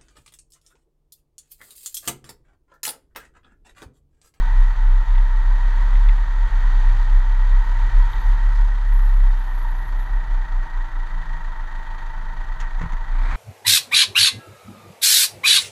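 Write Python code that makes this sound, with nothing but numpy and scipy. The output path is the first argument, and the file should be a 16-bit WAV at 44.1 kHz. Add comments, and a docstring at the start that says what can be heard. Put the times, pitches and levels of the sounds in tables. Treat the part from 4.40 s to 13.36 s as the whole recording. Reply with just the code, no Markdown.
"""A gravel track, heard from the bonnet of a small utility vehicle crawling along it.
The engine clatters under load, falls to idle and picks up: bursts of filtered noise over exhaust tones.
Bumps set the body booming (a low gliding tone); tyres drum and crunch (low noise and many tiny cracks).
A brake sings thinly (narrow noise), stones tick, and gear clunks (short noise blows) come before it
moves on. A belt-driven part adds a faint note gliding with the engine; the frame and something
electrical add steady ones."""
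import sys
import numpy as np
from scipy import signal
from scipy.fft import rfft, irfft, next_fast_len
from scipy.io import wavfile
from scipy.ndimage import uniform_filter1d, map_coordinates

SR = 44100
rng = np.random.default_rng(int(sys.argv[2]) if len(sys.argv) > 2 else 0)


def output_pcm(signal):
    """Save a mono or channel-first signal as 16-bit PCM at the path in sys.argv[1].

    Samples are clipped to [-1, 1] before scaling.
    """
    pcm = np.clip(np.atleast_2d(signal).T, -1, 1) * 32767
    wavfile.write(sys.argv[1], SR, np.round(pcm).astype(np.int16))


N = 395136
T = np.arange(N) / SR  # time of each sample [s]
TOP_HZ = 15300  # nothing sounds above this

# frame drone: (time [s], level [dB])
FRAME_DRONE = [(0, -58.5), (4.6, -64), (6.4, -61.5), (6.8, -52.5), (7.4, -58), (8.4, -50.5), (8.96, -66)]
FRAME_HZ, FRAME_HALF_WIDTH_HZ = 163.9, 3.7  # a narrow resonance of the frame

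# brake rubs: (start [s], end [s], level [dB])
BRAKE_RUBS = [(3.186, 3.333, -73), (3.671, 3.974, -67), (4.077, 4.31, -75), (4.45, 4.83, -62.5),
              (4.79, 4.953, -68), (4.915, 5.37, -64.5), (5.328, 5.7, -67), (5.65, 5.804, -74)]
# the disc's note sinks and narrows as it slows: (time [s], pitch [Hz], full width at half gain [Hz])
DISC_NOTE = [(3.8, 11440, 270), (4.6, 11375, 100), (5.3, 11335, 30)]

# stones flicked against the underside: (time [s], tick level [dB], bounce ring level [dB])
PEBBLE_HITS = [(0.685, -34.5, -39), (0.751, -36.5, -35.5), (0.781, -32, -36), (0.828, -41, -41.5),
               (1.549, -43, -35), (1.688, -32, -31), (1.781, -39, -44), (3.733, -34, -38)]
# stone on metal: (frequency [Hz], density [dB per Hz])
PEBBLE_TONE = [(200, -19), (1000, 6.5), (2200, -1), (3800, 1), (5000, -33), (8000, -34), (15000, -31.5)]
PEBBLE_RISE_S, PEBBLE_T60_S = 0.001, 0.008  # t60: time to fall by 60 dB
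BOUNCE_DELAY_S, BOUNCE_HZ, BOUNCE_T60_S = 0.0055, 1980, 0.018
BOUNCE_TICK_DB = -8  # tick in the bounce, relative to its ring

# gear lever and driveline clunks:
# (time [s], click [dB], rattle [dB], thud [dB], rise [s], t60 [s])
GEAR_CLUNKS = [(7.825, -75, -52, -35.5, 0.0047, 0.22), (8.201, -40.5, -54, -62, 0.0014, 0.055),
               (8.209, -44.5, -36, -56, 0.0015, 0.05), (8.22, -60, -38, -54, 0.003, 0.22),
               (8.393, -55, -40, -44, 0.0022, 0.091), (8.408, -54, -35.5, -31, 0.0022, 0.092),
               (8.415, -58, -38, -27, 0.001, 0.078), (8.423, -58, -44, -32, .0015, .04),
               (8.435, -68, -39, -22, 0.0038, 0.089), (8.455, -72, -52, -29, .003, 0.13),
               (8.521, -48, -38, -42, 0.0012, 0.04), (8.531, -58, -40, -32, 0.0013, .07),
               (8.902, -50, -34.5, -48, 0.006, 0.2)]
# steel on steel: (frequency [Hz], density [dB per Hz])
CLICK_TONE = [(1000, -27), (3000, 7.5), (5000, -5), (6200, 2.5), (7300, -1), (8500, -17), (11000, -20),
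              (15000, -33)]
# loose covers: (frequency [Hz], density [dB per Hz])
RATTLE_TONE = [(150, -11), (450, -14), (650, -10), (950, 5), (1600, 0), (1950, 3), (2400, -9), (4200, -26),
               (6000, -41), (15000, -49)]
# blows through the frame: (frequency [Hz], density [dB per Hz])
THUD_TONE = [(30, 8), (70, 13), (110, 4), (160, -14), (190, -10), (280, -17), (350, -24), (480, -16),
             (620, -22), (1200, -17), (4000, -89)]
CHATTER_DB = 1.8  # random spread of the chattering

# tyre rumble on even ground, slowing and moving off: (time [s], level [dB])
ROLLING_LEVEL = [(0, -42.5), (4.2, -43.5), (4.95, -45.5), (5.25, -42.5), (5.8, -49), (6.5, -56),
                 (7.6, -51.5), (8.6, -54.5), (8.96, -31)]
# rutted stretches: (middle [s], half length [s], extra rumble [dB])
RUT_STRETCHES = [(0, 0.23, 6.5), (1.394, 0.29, 6.5), (2.34, 0.33, 8), (3.643, 0.63, 7.5)]
# patches of loose gravel: (middle [s], half length [s], crunch added to the packed track's [dB])
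GRAVEL_PATCHES = [(0.218, .055, -58), (.8, 0.071, -67), (1.602, 0.17, -60.5), (2.6, 0.25, -61.5),
                  (3.6, 0.34, -65), (4.198, 0.23, -62), (4.8, 0.37, -63), (8.92, 0.12, -60)]
GRIT_DB = -65  # crunch of the packed track between the patches
# drumming tyres: (frequency [Hz], density [dB per Hz])
RUMBLE_TONE = [(20, -30), (52, 9), (75, -1), (100, 5.5), (130, -4.5), (160, -8.5), (200, -17.5), (270, -28),
               (500, -22.5), (1200, -67.5), (4000, -94.5)]
# crushed stones: (frequency [Hz], density [dB per Hz])
STONE_TONE = [(200, 0.5), (600, -0.5), (2000, 13.5), (4000, 12.5), (7000, 0.5), (10000, -3), (15000, -19.5)]

# how hard the track swings the body, before the body's response: (time [s], level [dB])
ROAD_SWING = [(0.0, -15), (1.2, -14), (1.87, -15.5), (2.3, -14), (3.3, -14), (4.35, -17), (4.85, -10.5),
              (5.05, -21), (5.9, -19.5), (6.5, -27.5), (7.6, -37), (8.3, -30), (8.96, -25.5)]
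# bumps that widen the swing, before the body's response: (time [s], level [dB])
WIDE_BUMPS = [(0.211, -13.5), (.51, -16), (0.772, -18), (1.557, -14.5), (1.69, -14), (2.479, -17.5),
              (2.769, -19), (3.14, -22), (3.578, -14.5), (3.9, -17), (4.071, -20), (4.21, -14.5),
              (4.55, -19.5)]
# note of the swinging body: (time [s], pitch [Hz])
BODY_NOTE = [(0, 32.36), (.8, 32.75), (1.3, 33.49), (1.8, 35.43), (2.3, 31.99), (3, 32.95), (3.5, 32.98),
             (4.2, 35.8), (4.8, 33.32), (5.3, 30.68), (5.55, 33.36), (5.8, 33.93), (6.25, 32.16),
             (6.6, 32.23), (6.9, 33.13), (7.5, 32.38), (8, 36.29), (8.3, 33.33), (8.55, 31.1), (8.66, 33.5),
             (8.75, 31.5), (8.96, 37)]
# the engine rocking on its mounts, before the brief dips: (time [s], level [dB])
ENGINE_SHAKE = [(0.0, -27.5), (3.6, -29.5), (4.5, -53), (5.5, -31.5), (5.9, -23), (6.8, -22.5), (7.5, -27),
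                (8.96, -17.5)]
# brief dips in the boom, mostly deepening its beats, or lifts where positive: (time [s], change [dB])
BOOM_DIPS = [(0.354, -12), (0.656, -13), (1.5, -1), (1.86, -10), (2.097, -28), (3.246, -11), (3.51, -15),
             (3.728, -19), (3.822, -14), (5.46, -7), (5.68, -4), (6.07, -4), (6.5, -6), (6.845, -9),
             (7.85, 3), (7.935, -4), (8.055, -5), (8.18, -6), (8.295, -3), (8.415, -7), (8.48, -14),
             (8.585, -10), (8.655, -11)]
BUMP_HALF_S, DIP_HALF_S = 0.045, 0.022

# engine speed: (time [s], rate [firings per second])
ENGINE_SPEED = [(0, 39), (.6, 40.3), (1.5, 39.7), (2, 40.2), (2.3, 41), (2.7, 40.1), (3.3, 40.3),
                (3.8, 37.5), (4.1, 33), (4.45, 28.2), (5, 29.2), (5.5, 29), (6, 28.2), (6.5, 27.25),
                (7, 26.2), (7.5, 25.8), (8.65, 26.9), (8.96, 33)]
CRUISE_RATE = 40  # firings per second
# belt-driven part: (time [s], level [dB])
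DRIVE_LEVEL = [(0, -79), (4.4, -70.5), (5.1, -64), (5.7, -62), (6.2, -61), (6.6, -59.5), (7.1, -67.5),
               (8.2, -69), (8.96, -65)]
DRIVE_ORDER = 12  # cycles of its note per firing

# exhaust and the cavity under the bonnet, before the hum curve: (frequency [Hz], partial level [dB rms])
EXHAUST_TONE = [(55, -52), (85, -58), (105, -51), (125, -62.5), (147, -53), (165, -64.5), (182, -67.5),
                (250, -69), (300, -72), (325, -64.5), (350, -67.5), (372, -91), (430, -67.5), (540, -95),
                (640, -60.5), (700, -81), (790, -56.5), (860, -83.5)]
# the hum stands out as the engine settles to idle: (time [s], change [dB])
HUM_CHANGE = [(0, -3), (4.0, -3), (4.8, -1.5), (5.8, 2), (6.5, -1), (7.5, 0), (8.96, -0.5)]
# engine block and covers: (frequency [Hz], density [dB per Hz])
BLOCK_TONE = [(200, -12), (320, -13.5), (375, -23.5), (420, -15.5), (560, -15), (700, -14), (850, -2.5),
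              (1050, -2), (1250, 0), (1450, -4.5), (1630, -2.5), (1750, -0.5), (1970, -1.5), (2090, -29.5),
              (2600, -24), (5000, -40.5)]
# ringing panels: (frequency [Hz], width [Hz], level [dB])
PANEL_RINGS = [(642, 55, -11), (746, 16, -3), (791.3, 11, 3.5), (892.7, 13.2, 11), (932, 26.6, 10),
               (998, 17, 7), (1105, 12, 0), (1353, 41, 0), (1495, 25, 1), (1554, 22, 0), (1845, 20, 2.5),
               (1892, 45, 6), (1964, 27, 1), (2037, 22, -9.5)]
# valve gear and intake: (frequency [Hz], density [dB per Hz])
VALVE_TONE = [(300, -1.5), (1500, 0.5), (2300, 1), (2800, -6.5), (3100, -1.5), (3800, -4.5), (4500, -9),
              (5050, -16), (5600, -16), (6100, -10.5), (6450, -15), (6900, -15), (8300, -25),
              (15000, -36.5)]
# ringing of the valve cover: (frequency [Hz], width [Hz], level relative to the valve tone [dB])
COVER_RINGS = [(2400, 60, -4.5), (3180, 18, 3), (3700, 60, 3), (4470, 220, 0.5), (6050, 70, -4),
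               (6820, 110, 1), (7240, 70, -1.5)]
# intake rasp: (frequency [Hz], density [dB per Hz])
INTAKE_TONE = [(60, -10), (200, 3), (260, 8.5), (400, -14), (700, 2), (950, 6.5), (1900, 1.5), (2350, 1.5),
               (2750, -15), (4200, -12), (5200, -27), (8000, -28), (15000, -60)]
# throttle opening to move off: (time [s], rasp level [dB])
THROTTLE_RASP = [(8.55, -88), (8.75, -46.5), (8.93, -34.5)]
RASP_SCATTER_DB = 4

# level at cruising speed on even ground [dB], growth [dB per octave of speed], growth [dB per dB of rut]
CLATTER_DB, CLATTER_DB_PER_OCTAVE, CLATTER_PER_RUT = -39.5, 1.4, 0.31
VALVES_DB, VALVES_DB_PER_OCTAVE, VALVES_PER_RUT = -49, 6, 0.37
BLUR_DB_PER_OCTAVE = 22  # how fast the strokes run together as the engine speeds up
BLOCK_BETWEEN, VALVES_BETWEEN = 2.6, 3.2  # steady share between strokes at cruising speed
FIRING_LIFE = 0.5  # fading time of a stroke, as a share of its own cycle


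def amp(db):
    """Turn decibels into gain."""
    return 10 ** (np.asarray(db) / 20)


def unit(x):
    """Scale x to an rms of 1."""
    return x / np.sqrt(np.mean(x ** 2) + 1e-20)


def sine(cycles):
    """A pure tone of rms 1, from a count of cycles."""
    return np.sqrt(2) * np.sin(2 * np.pi * cycles)


def curve(rows):
    """Join (time, value) rows by straight lines, one value per sample."""
    return np.interp(T, *np.transpose(rows))


def colour(points):
    """Gain at any frequency, from (Hz, dB) points joined on a log axis."""
    f, db = np.transpose(points)
    return lambda hz: amp(np.interp(np.log(hz + 1), np.log(f), db))


def bell(hz, centre, half_width):
    """A resonance peak: 1 at its centre, half at half_width to either side."""
    return 1 / (1 + ((hz - centre) / half_width) ** 2)


def peaks(hz, rows):
    """Summed power of several resonances."""
    return sum(amp(db) ** 2 * bell(hz, centre, width) ** 2 for centre, width, db in rows)


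def wobble(rate):
    """A smooth random curve with rate random points a second."""
    return map_coordinates(rng.standard_normal(int(N * rate / SR) + 4), [T * rate])


def filtered(x, response):
    """Shape the frequencies of x by a response."""
    size = next_fast_len(N + SR // 2)
    return irfft(rfft(x, size) * response(np.fft.rfftfreq(size, 1 / SR)), size)[:N]


def noise(response, gate=1):
    """Noise opened and closed by a gate, then shaped by a response; rms 1."""
    return unit(filtered(gate * rng.standard_normal(N), response))


def swell(middle, half_length):
    """A smooth rise and fall, 1 at its middle."""
    return np.exp(-((T - middle) / half_length) ** 2)


def blow(start, rise, t60):
    """A quick rise, then a fall by the same share in each equal time."""
    age = np.maximum(T - start, 0)
    return np.minimum(age / rise, 1) * np.exp(-np.log(1000) * np.maximum(age - rise, 0) / t60)


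def whine(pitch_hz=8631, level_db=-83):
    """A faint electrical whine: one tone whose phase quivers slightly."""
    return amp(level_db) * np.sin(2 * np.pi * pitch_hz * T + 0.6 * wobble(24))


def frame():
    """The frame drones on one note, clearest at idle: noise through a narrow resonance."""
    return amp(curve(FRAME_DRONE)) * noise(lambda hz: bell(hz, FRAME_HZ, FRAME_HALF_WIDTH_HZ))


def brake(fade_s=0.055):
    """A pad rubs the disc: a hoarse whistle, narrower from rub to rub as the wheel slows."""
    out = np.zeros(N)
    times, pitches, widths = np.transpose(DISC_NOTE)
    for start, end, db in BRAKE_RUBS:
        pitch = np.interp(start, times, pitches)
        width = np.interp(start, times, widths)
        contact = np.clip(np.minimum(T - start, end - T) / fade_s, 0, 1)
        out += amp(db) * contact * noise(lambda hz: bell(hz, pitch, 0.5 * width))
    return out


def pebbles():
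    """A stone ticks brightly on the underside, then bounces once and rings a panel."""
    tick, out = noise(colour(PEBBLE_TONE)), np.zeros(N)
    for start, tick_db, ring_db in PEBBLE_HITS:
        out += amp(tick_db) * blow(start, PEBBLE_RISE_S, PEBBLE_T60_S) * tick
        pitch = BOUNCE_HZ * (1 + 0.03 * rng.standard_normal())
        bounce = sine(pitch * T) + amp(BOUNCE_TICK_DB) * tick
        out += amp(ring_db) * blow(start + BOUNCE_DELAY_S, PEBBLE_RISE_S, BOUNCE_T60_S) * bounce
    return out


def knocks(chatter_per_s=260, ring_db=-4):
    """Gear blows click on steel, set loose covers chattering and thud through the ringing frame."""
    chatter = unit(amp(CHATTER_DB * wobble(chatter_per_s)))
    click = noise(colour(CLICK_TONE), chatter)
    rattle = noise(colour(RATTLE_TONE), chatter)
    thud = unit(noise(colour(THUD_TONE)) + amp(ring_db) * sine(FRAME_HZ * T))
    out = np.zeros(N)
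    for start, click_db, rattle_db, thud_db, rise, t60 in GEAR_CLUNKS:
        mix = amp(click_db) * click + amp(rattle_db) * rattle + amp(thud_db) * thud
        out += blow(start, rise, t60) * mix
    return out


def tyres(rut_db, stones_per_s=1400, spread_db=4, crack_s=0.00077):
    """The tread drums on the ruts and crushes many small stones, a few of them loudly."""
    rumble = amp(curve(ROLLING_LEVEL) + rut_db) * noise(colour(RUMBLE_TONE))
    sizes = amp(spread_db * np.minimum(rng.exponential(size=N), 4))
    cracks = (rng.random(N) < stones_per_s / SR) * sizes
    # every crack dies away within moments
    grains = signal.lfilter([1], [1, -np.exp(-1 / (crack_s * SR))], cracks)
    patches = sum(amp(db) * swell(middle, half) for middle, half, db in GRAVEL_PATCHES)
    return rumble + (amp(GRIT_DB) + patches) * noise(colour(STONE_TONE), grains)


def boom(firings, swing_db=2, jolts_db=-12):
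    """The body swings near one low note, wider at bumps, and beats against the engine's shake."""
    road = amp(curve(ROAD_SWING))
    reach = road + sum(amp(db) * swell(s, BUMP_HALF_S) for s, db in WIDE_BUMPS)
    swing = reach * sine(np.cumsum(curve(BODY_NOTE)) / SR)
    jolt_tone = colour([(12, -25), (22, -10.5), (42, 12), (55, -7.5), (90, -43)])
    jolts = amp(jolts_db) * road * noise(jolt_tone)
    body_response = colour([(10, 0), (22, 3), (43, -4), (56, -3), (90, -28)])
    body = filtered(amp(swing_db) * swing + jolts, body_response)
    shake = amp(curve(ENGINE_SHAKE)) * sine(firings)
    dips = 1 - sum((1 - amp(db)) * swell(s, DIP_HALF_S) for s, db in BOOM_DIPS)
    return dips * (body + shake)


def drive(firings):
    """A belt-driven part sings at a multiple of the firing rate, clearest as the vehicle coasts."""
    return amp(curve(DRIVE_LEVEL)) * sine(DRIVE_ORDER * firings)


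def hum(firings, half_order_db=-9, waver_db=0.5, count=60):
    """Exhaust partials glide through fixed resonances; uneven firing adds weak lines halfway between."""
    rate, pipe, out = curve(ENGINE_SPEED), colour(EXHAUST_TONE), np.zeros(N)
    for half_turns in range(3, count):
        order = half_turns / 2
        if order == DRIVE_ORDER:  # this partial belongs to the belt drive
            continue
        level = amp(half_order_db * (half_turns % 2)) * pipe(order * rate)
        out += level * sine(order * firings + rng.random())
    return out * amp(curve(HUM_CHANGE) + waver_db * wobble(2))


def ringing(hz):
    """The block's broad response plus its panels, arranged so no ring starts before its blow."""
    power = colour(BLOCK_TONE)(hz) ** 2 + peaks(hz, PANEL_RINGS)
    # minimum phase: fold the cepstrum (the spectrum of the log spectrum) onto its first half
    cepstrum = irfft(np.log(power) / 2)
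    half = len(cepstrum) // 2
    return np.exp(rfft(np.r_[cepstrum[0], 2 * cepstrum[1:half], np.zeros(half)]))


def cover(hz):
    """The valve gear's broad response with the cover's narrow resonances."""
    return colour(VALVE_TONE)(hz) * np.sqrt(1 + peaks(hz, COVER_RINGS))


def octaves():
    """Engine speed in octaves above cruising."""
    return np.log2(curve(ENGINE_SPEED) / CRUISE_RATE)


def valve_pattern(firings, depth_db, count=28):
    """The tappets tick unevenly, in a pattern that comes round every four firings."""
    sizes = amp(depth_db * rng.standard_normal(count))
    return np.interp(firings / 4 % 1, np.arange(count) / count, sizes, period=1)


def strokes(firings, life, scatter_db, between):
    """Each cycle starts a soft-edged burst of its own size, fading onto a steady share; mean about 1."""
    sizes = amp(scatter_db * rng.standard_normal(int(firings[-1]) + 2))
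    bursts = sizes[firings.astype(int)] * np.exp(-(firings % 1) / life)
    bursts = uniform_filter1d(bursts, size=SR // 110)
    return (between + bursts) / (between + bursts.mean())


def engine(firings, rut_db):
    """Firings rattle the block, tick the valves and puff into the exhaust; ruts make it labour."""
    # strokes stand apart at idle and run together under way
    blur = amp(BLUR_DB_PER_OCTAVE * octaves())

    blows = strokes(firings, FIRING_LIFE, scatter_db=0.15, between=BLOCK_BETWEEN * blur)
    blows = blows * strokes(2 * firings + 0.35, FIRING_LIFE, scatter_db=0.5, between=2.6)
    clatter_db = CLATTER_DB + CLATTER_DB_PER_OCTAVE * octaves() + CLATTER_PER_RUT * rut_db
    clatter = amp(clatter_db) * noise(ringing, blows * valve_pattern(firings, depth_db=0.7))

    ticks = strokes(firings, FIRING_LIFE, scatter_db=2, between=VALVES_BETWEEN * blur)
    ticks = ticks * valve_pattern(firings, depth_db=1)
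    valves_db = VALVES_DB + VALVES_DB_PER_OCTAVE * octaves() + VALVES_PER_RUT * rut_db
    valves = amp(valves_db) * noise(cover, ticks)

    # opening the throttle to move off adds a rasp from the intake
    puffs = strokes(firings, life=0.5, scatter_db=RASP_SCATTER_DB, between=1)
    rasp = amp(curve(THROTTLE_RASP)) * noise(colour(INTAKE_TONE), puffs)
    return clatter + valves + rasp + hum(firings)


def scene():
    """Add up all the sounds; engine, belt and shake share one count of firings."""
    firings = np.cumsum(curve(ENGINE_SPEED)) / SR
    rut_db = sum(db * swell(middle, half) for middle, half, db in RUT_STRETCHES)
    background = whine() + frame() + brake() + pebbles() + knocks()
    vehicle = tyres(rut_db) + boom(firings) + drive(firings) + engine(firings, rut_db)
    return (background + vehicle)[None]


def record(dry):
    """Keep only what lies below the top frequency."""
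    return np.array([filtered(channel, lambda hz: hz < TOP_HZ) for channel in dry])


dry = scene()
out = record(dry)
output_pcm(out)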